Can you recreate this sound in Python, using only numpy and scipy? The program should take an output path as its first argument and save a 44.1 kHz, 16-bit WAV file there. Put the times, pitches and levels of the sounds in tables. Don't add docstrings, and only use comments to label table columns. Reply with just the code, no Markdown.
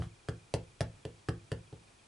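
import sys
import numpy as np
from scipy import signal
from scipy.fft import rfft, irfft, next_fast_len
from scipy.io import wavfile

SR = 44100
rng = np.random.default_rng(int(sys.argv[2]) if len(sys.argv) > 2 else 0)


def store_wav(level_fs):
    pcm = np.round(np.clip(np.atleast_2d(level_fs), -1, 1) * 32767)
    wavfile.write(sys.argv[1], SR, pcm.T.astype(np.int16))


N = 91463


# start in seconds, thud level in dB, case knock level in dB, knock centre in Hz,
# block clack level in dB, clack centre in Hz, first edge tick level in dB,
# delay of the second edge in seconds, second edge level in dB.
TAPS = [(-.0225, -18.5, -26, 427, -31, 1050, -40, 0.0092, -22),
        (0.2862, -26.5, -32.5, 400, -30.5, 1270, -41, 0.0082, -45),
        (0.5392, -24.5, -24.5, 531, -36, 1790, -30, 0.0067, -43),
        (0.807, -23, -25, 598, -32, 1600, -33.5, .0072, -37.5),
        (1.0516, -33.5, -35, 435, -42.5, 1900, -43, 0.0089, -66),
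        (1.2865, -23.5, -28.5, 384, -27.5, 1275, -38.5, 0.0054, -39),
        (1.5177, -26.5, -32, 477, -34, 1840, -40.5, 0.0089, -48.5),
        (1.7270, -38.5, -44, 399, -50, 806, -62, 0.015, -66)]
# start in seconds, level in dB, clack centre in Hz.
ROCKS = [(0.0221, -37, 1180)]
SECOND_CLACK_DB = -4.5
TICK_T60_S, SECOND_T60_S = 0.014, 0.0077


def taps():
    track = np.zeros(N)
    t = np.arange(SR // 2) / SR
    for s, thud_db, knock_db, knock_hz, clack_db, clack_hz, tick_db, gap_s, second_db in TAPS:
        first = amp(thud_db) * thud(t)
        first += amp(knock_db) * knock(t, knock_hz)
        first += amp(clack_db) * clack(t, clack_hz)
        first += amp(tick_db) * tick(t, TICK_T60_S)
        add(track, s, first)
        second = tick(t, SECOND_T60_S) + amp(SECOND_CLACK_DB) * clack(t, clack_hz)
        add(track, s + gap_s, amp(second_db) * second)
    for s, db, hz in ROCKS:
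        add(track, s, amp(db) * clack(t, hz))
    return track


THUD_HZ, THUD_PEAK_S, THUD_SHAPE = 120.5, .009, 1.6
# delay in seconds, signed gain.
ECHOES = [(.0121, .43), (.0183, .2), (.0258, -.43), (.0384, -.13), (.05, -.2), (.0646, .08), (.0864, -.12)]
# pitch in Hz, level relative to the thud in dB, t60 in seconds.
BOOM = [(44, -31, .5), (66.3, -20, .37), (114, -23, .5), (170, -19, .28), (245, -18, .11), (344, -32, .34)]


def dip(t):
    u = np.maximum(t, 0) / THUD_PEAK_S
    swell = (u * np.exp(1 - u)) ** THUD_SHAPE
    return -swell * np.cos(2 * np.pi * THUD_HZ * (t - THUD_PEAK_S))


def thud(t):
    rebounds = sum(gain * dip(t - s) for s, gain in ECHOES)
    boom = ring(BOOM, t, lambda hz: 0) * (1 - np.exp(-t / THUD_PEAK_S))
    return dip(t) + rebounds + boom


# pitch in Hz, level in dB before weighting, t60 in seconds.
CASE = [(339.2, -6.5, 0.15), (428, -3, 0.045), (462.3, -8, 0.087), (511.8, -4.5, 0.084),
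        (563.2, -14.5, 0.1), (638.7, -5, 0.062), (744, -9, 0.047), (858, -11, 0.09)]
KNOCK_WIDTH_OCT, KNOCK_ATTACK_S, KNOCK_SKIRT_DB = .45, 0.0038, -12
PUSH_DB, PUSH_PEAK_S = -1, .002


def knock(t, centre_hz):
    u = t / PUSH_PEAK_S
    push = amp(PUSH_DB) * u * np.exp(1 - u) * np.sin(2 * np.pi * centre_hz * t)
    modes = ring(CASE, t, favour(centre_hz, KNOCK_WIDTH_OCT, KNOCK_SKIRT_DB))
    return -(push + modes * (1 - np.exp(-t / KNOCK_ATTACK_S)))


# pitch in Hz, level in dB before weighting, t60 in seconds.
BLOCK = [(770, -0.5, 0.03), (1187, -6, 0.015), (1320, -10.5, 0.02), (1491, -9.5, 0.014), (1777, -3.5, 0.02),
         (1880, -37.5, 0.044), (2840, -2, 0.0096), (3200, 1, 0.034)]
CLACK_WIDTH_OCT, CLACK_SKIRT_DB = .4, -15


def clack(t, centre_hz):
    weight_db = favour(centre_hz, CLACK_WIDTH_OCT, CLACK_SKIRT_DB)
    return sum(rng.choice([-1, 1]) * ring([mode], t, weight_db) for mode in BLOCK)


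# frequency in Hz, relative density in dB per Hz.
TICK = [(300, -18), (900, 9.5), (1700, 7), (2300, 1.5), (3000, 6), (3700, 1.5), (4500, 7.5), (6000, -1),
        (8000, -1), (9500, -2.5), (11000, -9.5)]
TICK_ATTACK_S, TICK_HOLD_S = 0.00013, 0.00093


def tick(t, t60):
    attack = 1 - np.exp(-t / TICK_ATTACK_S)
    return noise(TICK, len(t)) * attack * fade(t - TICK_HOLD_S, t60)


def favour(centre_hz, width_oct, skirt_db):
    def weight_db(hz):
        octaves = np.log2(hz / centre_hz)
        return 20 * np.log10(amp(skirt_db) + np.exp(-.5 * (octaves / width_oct) ** 2))
    return weight_db


MODE_SCATTER_DB, DETUNE = 0.43, .006


def ring(modes, t, weight_db):
    total = 0
    for hz, db, t60 in modes:
        level = amp(db + weight_db(hz) + MODE_SCATTER_DB * rng.standard_normal())
        pitch = hz * (1 + DETUNE * rng.standard_normal())
        total = total + level * fade(t, t60) * np.sin(2 * np.pi * pitch * t)
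    return total


# middle in seconds, width (standard deviation) in seconds, peak level in dB.
SCUFFS = [(0.028, 0.021, -56), (.97, 0.037, -72), (1.2, 0.0096, -70), (1.895, 0.016, -67.5)]
# frequency in Hz, relative density in dB per Hz.
SCUFF = [(500, 7), (1500, 1.5), (4000, -2), (7000, -7.5), (10000, -11.5)]


def scuffs():
    t = np.arange(N) / SR
    swells = sum(amp(db) * np.exp(-.5 * ((t - s) / width) ** 2) for s, width, db in SCUFFS)
    return noise(SCUFF, N) * swells


# frequency in Hz, t60 in seconds.
ROOM_T60 = [(100, 0.54), (400, 0.2), (1100, 0.21), (3000, 0.19), (9000, 0.093)]
# frequency in Hz, level in dB.
ROOM_LEVEL = [(60, -22), (150, -16.5), (300, 3), (600, -7), (1500, -3.5), (4000, -9), (10000, -4.5)]
# frequency in Hz, side over mid in dB.
ROOM_SIDE = [(100, -22), (300, -12), (1000, -7.5), (2500, -4.5), (5000, -2.5), (10000, -4.5)]
ROOM_DELAY_S = 0.0029


def room(x):
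    hz, t, bands = signal.stft(rng.standard_normal((2, SR // 2)), SR, nperseg=256)
    t60 = along(ROOM_T60, hz)[:, None]
    even_energy = np.sqrt(2 * np.log(1000) / (t60 * SR))
    shape = fade(t, t60) * even_energy * amp(along(ROOM_LEVEL, hz))[:, None]
    tail = signal.istft(bands * shape, SR, nperseg=256)[1]
    tail_t = np.arange(tail.shape[1]) / SR
    tail = tail * (1 - np.exp(-(tail_t / ROOM_DELAY_S) ** 2))
    wet = signal.fftconvolve(x[None], tail, axes=1)[:, :N]
    return widen(wet, ROOM_SIDE)


# frequency in Hz, relative density in dB per Hz.
FLOOR = [(15, -28), (25, 10), (101, 4.5), (391, 1), (456, -0.5), (619, -3.5), (668, -1.5), (721, -2),
         (1760, -7), (2450, -6.5), (6440, -10.5), (9680, -11), (11000, -17), (14300, -98), (22000, -120)]
# frequency in Hz, side over mid in dB.
FLOOR_SIDE = [(50, -16), (300, -3.5), (1000, 2), (3000, -3.5), (10000, -8.5)]
# pitch in Hz, level in dB.
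HUM = [(102.3, -72), (7806, -86)]
FLOOR_DB = -64.5


def background():
    t = np.arange(N) / SR
    hiss = widen([noise(FLOOR, N), noise(FLOOR, N)], FLOOR_SIDE)
    hum = sum(amp(db) * np.sin(2 * np.pi * hz * t) for hz, db in HUM)
    return amp(FLOOR_DB) * hiss + hum + chirps()


# first in seconds, period in seconds, pitch at the middle in Hz, mean level in dB.
CHIRPS = [(0, .04, 2430, -70), (.075, .08, 3280, -73)]
CHIRP_WIDTH_S, CHIRP_FALL_HZ_PER_S, CHIRP_SCATTER_DB = 0.0067, 14000, 3


def chirps():
    track = np.zeros(N)
    t = np.arange(-SR // 50, SR // 50) / SR
    swell = np.exp(-.5 * (t / CHIRP_WIDTH_S) ** 2)
    for first_s, period_s, hz, db in CHIRPS:
        for s in np.arange(first_s, N / SR, period_s):
            cycles = hz * t - CHIRP_FALL_HZ_PER_S * t ** 2 / 2 + rng.random()
            size = amp(db + CHIRP_SCATTER_DB * rng.standard_normal())
            add(track, s + t[0], size * swell * np.sin(2 * np.pi * cycles))
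    return track


def amp(db):
    return 10 ** (np.asarray(db) / 20)


def unit(x):
    return x / np.sqrt(np.mean(x ** 2) + 1e-20)


def along(points, hz):
    f, v = np.transpose(points)
    return np.interp(np.log(hz + 1), np.log(f + 1), v)


def filtered(x, response):
    n = x.shape[-1]
    m = next_fast_len(n + SR // 4)
    return irfft(rfft(x, m) * response(np.fft.rfftfreq(m, 1 / SR)), m)[..., :n]


def noise(spectrum, n):
    return unit(filtered(rng.standard_normal(n), lambda hz: amp(along(spectrum, hz))))


def fade(t, t60):
    return np.exp(-np.log(1000) * np.maximum(t, 0) / t60)


def add(track, s, sound):
    i = round(s * SR)
    part = sound[max(-i, 0):len(track) - i]
    track[max(i, 0):][:len(part)] += part


def widen(pair, side_db):
    side = filtered(pair[1], lambda hz: amp(along(side_db, hz)))
    return np.array([pair[0] + side, pair[0] - side])


def scene():
    dry = taps() + scuffs()
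    return dry + room(dry) + background()


TOP_HZ = 11150


def record(dry):
    return filtered(dry, lambda hz: 1 / np.sqrt(1 + (hz / TOP_HZ) ** 150))


dry = scene()
out = record(dry)
store_wav(out)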